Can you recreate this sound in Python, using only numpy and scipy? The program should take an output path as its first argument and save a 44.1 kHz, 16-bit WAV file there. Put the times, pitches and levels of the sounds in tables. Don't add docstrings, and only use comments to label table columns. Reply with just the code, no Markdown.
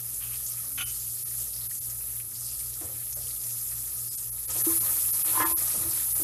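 import sys
import numpy as np
from scipy import signal
from scipy.fft import rfft, irfft, next_fast_len
from scipy.io import wavfile
from scipy.ndimage import uniform_filter1d, map_coordinates

SR = 44100
rng = np.random.default_rng(int(sys.argv[2]) if len(sys.argv) > 2 else 0)


def pcm_store(signal):
    levels = np.round(np.clip(np.atleast_2d(signal), -1, 1) * 32767)
    wavfile.write(sys.argv[1], SR, levels.astype(np.int16).T)


def attenuation_scalar(level_db):
    decades = np.asarray(level_db, float) / 20
    return 10 ** decades


N = 274743

# [f/Hz, level/dB per Hz]
ROOM_COLOUR = [(13, -38), (22, -27), (70, -3), (119, -5), (143, -12.5), (167, -12.5), (197, -17),
               (262, -13.5), (360, -16), (411, -18), (584, -20), (982, -27), (1200, -44), (1560, -51),
               (2640, -120)]
# [f/Hz, level/dB]
FRIDGE_LINES = [(58.01, -58), (56.3, -59), (119.8, -53), (116.06, -58.5)]
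BEAT_NULLS = [
    .59,
    .165,
]
# [t/s, f/Hz, level/dB]
PIPE_WHINE = [
    (.55, 253, -80),
    (.65, 265.7, -61),
    (.82, 265, -59),
    (.95, 295, -83),
]
# [t/s, peak level/dB, bass over it/dB, hollow note f/Hz]
THUDS = [(0.788, -48.5, 10.5, 272), (2.811, -34.5, -6, 300), (2.838, -40, -1, 496), (2.89, -44.5, -4, 530),
         (2.919, -46, 1, 312), (3.162, -43, 3, 620), (3.198, -50, -8, 700), (3.249, -50, -2, 473),
         (4.48, -44.5, 6, 514), (4.554, -34.5, -19, 348), (4.579, -41.5, -17, 458), (4.69, -37.5, 3.5, 480),
         (4.807, -52, 14, 574), (5.3, -46, 2, 326), (5.398, -24.5, -11, 310), (5.497, -35.5, -1.5, 322),
         (5.74, -34, -17, 177), (5.759, -43.5, 6.5, 507), (5.797, -44, 8.5, 161), (5.85, -38, -4, 323),
         (5.889, -43, 2, 315), (6.195, -34, -16, 316)]
# [f/Hz, level/dB per Hz]
THUD_COLOUR = [(120, -42), (230, -21), (300, -5.5), (550, -1), (1000, -8.5), (2500, -22), (4000, -23)]
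# [t/s, level/dB]
RUBS = [
    [(0.2, -64), (0.212, -49), (0.276, -53), (0.284, -58), (0.344, -48.5), (0.37, -56)],
    [(0.77, -49), (0.782, -33), (0.816, -34), (0.832, -41.5), (0.84, -58), (0.89, -49), (0.92, -52)],
]
# [f/Hz, width/Hz, level/dB]
CLOTH = [(1260, 500, -4), (2500, 360, 3.5), (3150, 640, 0)]
# [f/Hz, width/Hz, level/dB]
CUTLERY = [(770, 33, -16), (1132, 52, -12), (1420, 66, -2), (1480, 33, -11), (1850, 930, -21),
           (2290, 38, -6.5), (2500, 81, -2), (3050, 7.5, 8), (2950, 20, 5), (2820, 1300, -9.5),
           (3620, 71, -8.5), (6230, 170, -12)]
# [f/Hz, level/dB, t60/s]
POT_MODES = [(308, -19, 0.086), (330, -8, .28), (514, -17, 0.19), (774, -7, 0.095), (906.5, -3.5, 0.078),
             (1030, 3, 0.12), (1160, -8, 0.151), (1280, -8, 0.1), (1410, -35, .08), (1696, -5.5, 0.065),
             (1820, -14, 0.16), (2060, -13, 0.047), (2355, -20, .15)]
# [t/s, peak level/dB, note favoured by the spot struck f/Hz]
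KNOCKS = [(4.557, -51, 400), (4.667, -23.5, 328), (4.7, -37, 1180), (4.83, -39, 1170), (4.49, -52, 1290),
          (5.14, -42, 1300), (5.351, -27, 1030), (5.373, -22.5, 1030), (5.373, -35, 330),
          (5.399, -22.5, 1060), (5.402, -18, 1750), (5.417, -27, 1040), (5.43, -26, 900),
          (5.433, -28, 1780), (5.438, -30, 325), (5.4926, -34, 1030), (5.515, -33.5, 1030),
          (5.849, -44, 330), (6.196, -39.5, 330)]
# [t/s, level/dB]
DRAG = [
    (5.33, -52),
    (5.38, -41),
    (5.416, -32),
    (5.452, -36),
    (5.464, -45),
    (5.5, -51),
]
# [t/s, level/dB]
STIR = [(4.45, -77), (4.5, -57), (4.85, -56.5), (4.95, -56.5), (5.1, -65.5), (5.3, -49.5), (5.6, -55.5),
        (5.9, -56.5), (6.23, -68)]
# [f/Hz, level/dB per Hz]
GRIT_COLOUR = [(200, -29), (500, -5), (1000, 4), (1400, 6), (2200, -14), (3200, -8), (5000, -54)]
# [t/s, peak level/dB, pitch f/Hz]
SPITS = [(0.1414, -28.5, 7570), (0.4643, -26.5, 6940), (0.4844, -29.5, 7620), (0.8964, -31, 6400),
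         (1.1894, -37, 5100), (1.3794, -35, 7880), (1.5344, -31, 5100), (1.563, -31.5, 5250),
         (1.6094, -35, 4300), (1.6394, -36.5, 4450), (1.7504, -28.5, 7300), (1.8994, -29.5, 7100),
          (2.354, -33.5, 5110), (2.491, -35, 5260), (2.593, -23.5, 9300), (2.5986, -36.5, 5150),
         (2.7343, -34, 5370), (2.838, -34, 7500), (3.1264, -28, 6900), (3.1349, -29, 7090),
         (3.129, -37, 5040), (3.3069, -34.5, 4420), (3.4166, -30, 7710), (3.436, -30, 6000),
         (3.4675, -28, 7920), (3.5728, -40, 7610), (4.043, -46, 5080), (4.5035, -22.5, 7250),
         (5.4894, -34, 5190), (5.5766, -31, 5270)]
# [t/s, peak level/dB, pitch f/Hz]
PLOPS = [(1.712, -38.5, 1930), (2.0082, -42, 2410), (2.1695, -43, 3370), (2.2, -36, 2370),
         (2.605, -42, 2160), (2.809, -42, 2110), (2.9997, -46, 1850), (3.0194, -45, 1840),
         (3.269, -38, 3060), (3.3064, -46, 2280), (3.3618, -40, 3360), (3.546, -59, 1960),
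         (4.7194, -37, 1680), (5.997, -38, 1920)]
# [t/s, fizz level/dB]
BOIL = [(0.0, -35.5), (0.22, -34.5), (1.3, -35), (1.42, -32), (1.49, -35), (2.2, -35), (2.27, -37.5),
        (2.62, -35), (2.69, -36.5), (3.52, -33.5), (4.44, -35.5), (4.67, -24.5), (5.24, -28), (5.29, -25),
        (5.81, -29.5), (6.07, -28.5), (6.14, -26.5), (6.23, -27)]
# [f/Hz, level/dB per Hz]
FIZZ_COLOUR = [(3530, -38), (6000, -18), (8570, -11.5), (10800, 3), (11900, 2.5), (13200, -4), (14300, -7)]
# [f/Hz, level/dB per Hz]
SPATTER_COLOUR = [(2500, -20), (3600, -13.5), (4300, -11), (5200, -6.5), (6500, -2), (8000, 1), (9500, 5),
                  (12000, -51)]
# [f/Hz, level/dB per Hz]
RUSTLE_COLOUR = [(180, -5), (300, -15.5), (482, -5), (588, -3.5), (956, -9.5), (1270, -5.5), (1610, -9),
                 (2530, -2.5), (2890, -6), (4200, -2.5), (5460, -50), (9240, -120)]
# [f/Hz, width/Hz, level/dB]
POT_BOTTOM = [(1257, 70, 6.5), (1833, 79, 1), (4410, 55, 1.5), (5080, 200, -1)]
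THINNINGS = [.849, 1.244, 1.685, 1.801, 3.148, 4.1, 4.168, 4.309, 4.47, 4.634, 4.796, 5.121, 5.236, 5.445,
             5.539, 5.562, 6.142]


def unit(x):
    return x / np.sqrt(np.mean(x ** 2) + 1e-20)


def along(points, hz):
    f, v = np.transpose(points)
    return np.interp(np.log(hz + 1), np.log(f + 1), v, -120, -120)


def curves(rows):
    s, *columns = np.transpose(rows)
    return [np.interp(np.arange(N) / SR, s, c, -120, -120) for c in columns]


def wobble(rate):
    knots = rng.standard_normal(int(N * rate / SR) + 4)
    return map_coordinates(knots, [np.arange(N) * rate / SR])


def add_at(out, s, sound):
    out[round(s * SR):][:len(sound)] += sound


def filtered(x, response):
    m = next_fast_len(len(x) + SR // 2)
    return irfft(rfft(x, m) * response(np.fft.rfftfreq(m, 1 / SR)), m)[:len(x)]


def resonances(peaks, f):
    total = 0
    for k, (centre, width, db) in enumerate(peaks):
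        damping = 1j * f * width
        total = total + (-1) ** k * attenuation_scalar(db) * damping / (centre * centre - f * f + damping)
    return total


def driven(level_db, force, response):
    return filtered(attenuation_scalar(level_db) * force, response) / np.std(filtered(force, response))


def bursts(per_second, spread_db, share):
    chance = rng.random(N)
    size, side, noise = rng.standard_normal((3, N))
    pops = (chance < per_second / SR) * attenuation_scalar(spread_db * np.clip(size, -2, 2)) * np.sign(side)
    return np.sqrt(share) * unit(pops) + np.sqrt(1 - share) * noise


def patchy(x, depth_db, bins, frames):
    z = signal.stft(x, nperseg=256)[2]
    field = uniform_filter1d(rng.standard_normal(z.shape), bins, 0)
    field = uniform_filter1d(field, frames, 1)
    return signal.istft(z * attenuation_scalar(depth_db * unit(field)), nperseg=256)[1][:N]


def kitchen():
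    t = np.arange(N) / SR
    hum = np.zeros(N)
    for k, (hz, db) in enumerate(FRIDGE_LINES):
        hum += (-1) ** k * np.sqrt(2) * attenuation_scalar(db) * np.sin(2 * np.pi * hz * (t - BEAT_NULLS[k // 2]))
    whine_hz, whine_db = curves(PIPE_WHINE)
    whine = attenuation_scalar(whine_db) * np.sin(2 * np.pi * np.cumsum(whine_hz) / SR)
    rumble = unit(filtered(rng.standard_normal(N), lambda f: attenuation_scalar(along(ROOM_COLOUR, f))))
    return attenuation_scalar(-0.5) * hum + whine + attenuation_scalar(-58) * rumble


def counter():
    out, t = np.zeros(N + SR), np.arange(SR // 4) / SR
    body_t60_s, bass_t60_s, attack_s = 0.2, 0.5, 0.0039
    noises = rng.standard_normal((len(THUDS), 2, len(t)))
    for (s, db, bass_db, hz), (body_noise, bass_noise) in zip(THUDS, noises):
        hollow = lambda f: np.abs(resonances([(hz, 70, 0)], f)) ** 2
        body = unit(filtered(body_noise, lambda f: 0.42 * attenuation_scalar(along(THUD_COLOUR, f)) + hollow(f)))
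        bass = unit(filtered(bass_noise, lambda f: resonances([(84, 23, 0)], f)))
        body_gain = attenuation_scalar(db - 6.0 - 60 * t / body_t60_s) * (1 - np.exp(-t / attack_s))
        bass_gain = attenuation_scalar(db + bass_db - 9.5 - 60 * t / bass_t60_s)
        add_at(out, s, body_gain * body + bass_gain * bass)
    for span, peaks in zip(RUBS, (CLOTH, CUTLERY)):
        friction = bursts(per_second=500, spread_db=2, share=0.73)
        out[:N] += driven(curves(span)[0], friction, lambda f: resonances(peaks, f))
    return out[:N]


def knocks():
    out, t = np.zeros(N + SR), np.arange(SR // 2) / SR
    all_luck = rng.standard_normal((len(KNOCKS), len(POT_MODES)))
    for (s, db, spot_hz), luck in zip(KNOCKS, all_luck):
        ring = np.zeros(len(t))
        for (hz, level, t60), luck_db in zip(POT_MODES, luck):
            mode_db = level - 19.2 * np.abs(np.log2(hz / spot_hz)) + luck_db
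            phase = 2 * np.pi * hz * (t + round(s * SR) / SR)
            ring += attenuation_scalar(mode_db - 60 * t / t60) * np.sin(phase)
        add_at(out, s, attenuation_scalar(db) * ring / np.abs(ring).max() * (1 - np.exp(-t / 0.0018)))
    return out[:N]


def spatula():
    modes = [(hz, np.log(1000) / (np.pi * t60), level) for hz, level, t60 in POT_MODES]
    steel = lambda f: resonances(modes, f) + 0.1 * attenuation_scalar(along(GRIT_COLOUR, f))
    scratch = bursts(per_second=300, spread_db=-0.5, share=0.5)
    drag = driven(curves(DRAG)[0] + 4, scratch, lambda f: steel(f) * f / (f + 1500))
    stir = driven(curves(STIR)[0], rng.standard_normal(N), lambda f: steel(f) / (1 + 1j * f / 300) ** 2)
    return knocks() + drag + stir


def spits():
    out, t = np.zeros(N + SR), np.arange(SR // 10) / SR
    spit_fall_s, plop_fall_s, snap_db = 0.069, 0.04, 10
    rows = [(*r, spit_fall_s) for r in SPITS] + [(*r, plop_fall_s) for r in PLOPS]
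    click = 1. * (t == 0)
    for (s, db, hz, t60), noise in zip(rows, rng.standard_normal((len(rows), len(t)))):
        puff = unit(filtered(noise, lambda f: resonances([(hz, 0.38 * hz, 0)], f) ** 2))
        puff = attenuation_scalar(-45 * t / t60) * (1 - np.exp(-t / 0.0013)) * puff
        snap = filtered(click, lambda f: resonances([(hz, 1.2 * hz, 0)], f))
        add_at(out, s, attenuation_scalar(db - 7.5) * (puff + attenuation_scalar(snap_db) * snap / np.abs(snap).max()))
    return out[:N]


def frying():
    (fizz_db,), (sweep_db,) = curves(BOIL), curves(STIR)
    boil_db = fizz_db + 35
    fizz_gain = attenuation_scalar(fizz_db + 0.42 + 0.21 * wobble(6))
    spatter_gain = attenuation_scalar(-44 + 0.56 * boil_db + 2 * wobble(8))
    rustle_gain = attenuation_scalar(-58.5 + 0.72 * boil_db - 0.85 * wobble(8))
    rustle_gain = rustle_gain + attenuation_scalar(sweep_db + 2.5)
    fizz = patchy(bursts(per_second=5400, spread_db=1.5, share=0.27), depth_db=1.08, bins=12, frames=6)
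    spatter = patchy(bursts(per_second=1500, spread_db=16.0, share=0.17), depth_db=2.5, bins=10, frames=10)
    rustle = patchy(bursts(per_second=300, spread_db=5.0, share=0.16), depth_db=2.5, bins=8, frames=8)

    def in_pot(x, colour):
        pot = lambda f: 1 + np.abs(resonances(POT_BOTTOM, f))
        return unit(filtered(x, lambda f: attenuation_scalar(along(colour, f)) * pot(f)))

    out = fizz_gain * in_pot(fizz, FIZZ_COLOUR)
    out += spatter_gain * in_pot(spatter, SPATTER_COLOUR)
    return out + rustle_gain * in_pot(rustle, RUSTLE_COLOUR)


def scene():
    return np.tile(kitchen() + counter() + spatula() + spits() + frying(), (2, 1))


def thinned(x):
    size, offset, bins, kept = 1024, 555, 640, 16
    n, k = np.arange(2 * size)[:, None] + .5, np.arange(bins) + .5
    window = np.sin(np.pi * n / (2 * size))
    basis = np.sqrt(2 / size) * window * np.cos(np.pi / size * (n + size / 2) * k)
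    care = 1 + 1.7 / (1 + (k / 240) ** 4)
    out = x.copy()
    for s in THINNINGS:
        start = offset + size * (round((s * SR - offset) / size) - 1)
        tones = x[start:start + 2 * size] @ basis * care
        strength = np.abs(tones)
        edge = np.sort(strength)[-kept]
        step = 2.0 * edge
        coarse = np.sign(tones) * step * np.maximum(1, np.round(strength / step)) * (strength >= edge)
        out[start:start + 2 * size] += basis @ ((coarse - tones) / care)
    return out


def band_limit(x):
    return signal.sosfilt(signal.butter(12, 15560, fs=SR, output="sos"), x)


def record(dry):
    mono = thinned(filtered(dry[0], lambda f: f < 14270))
    return band_limit(np.tile(mono, (2, 1)))


dry = scene()
out = record(dry)
pcm_store(out)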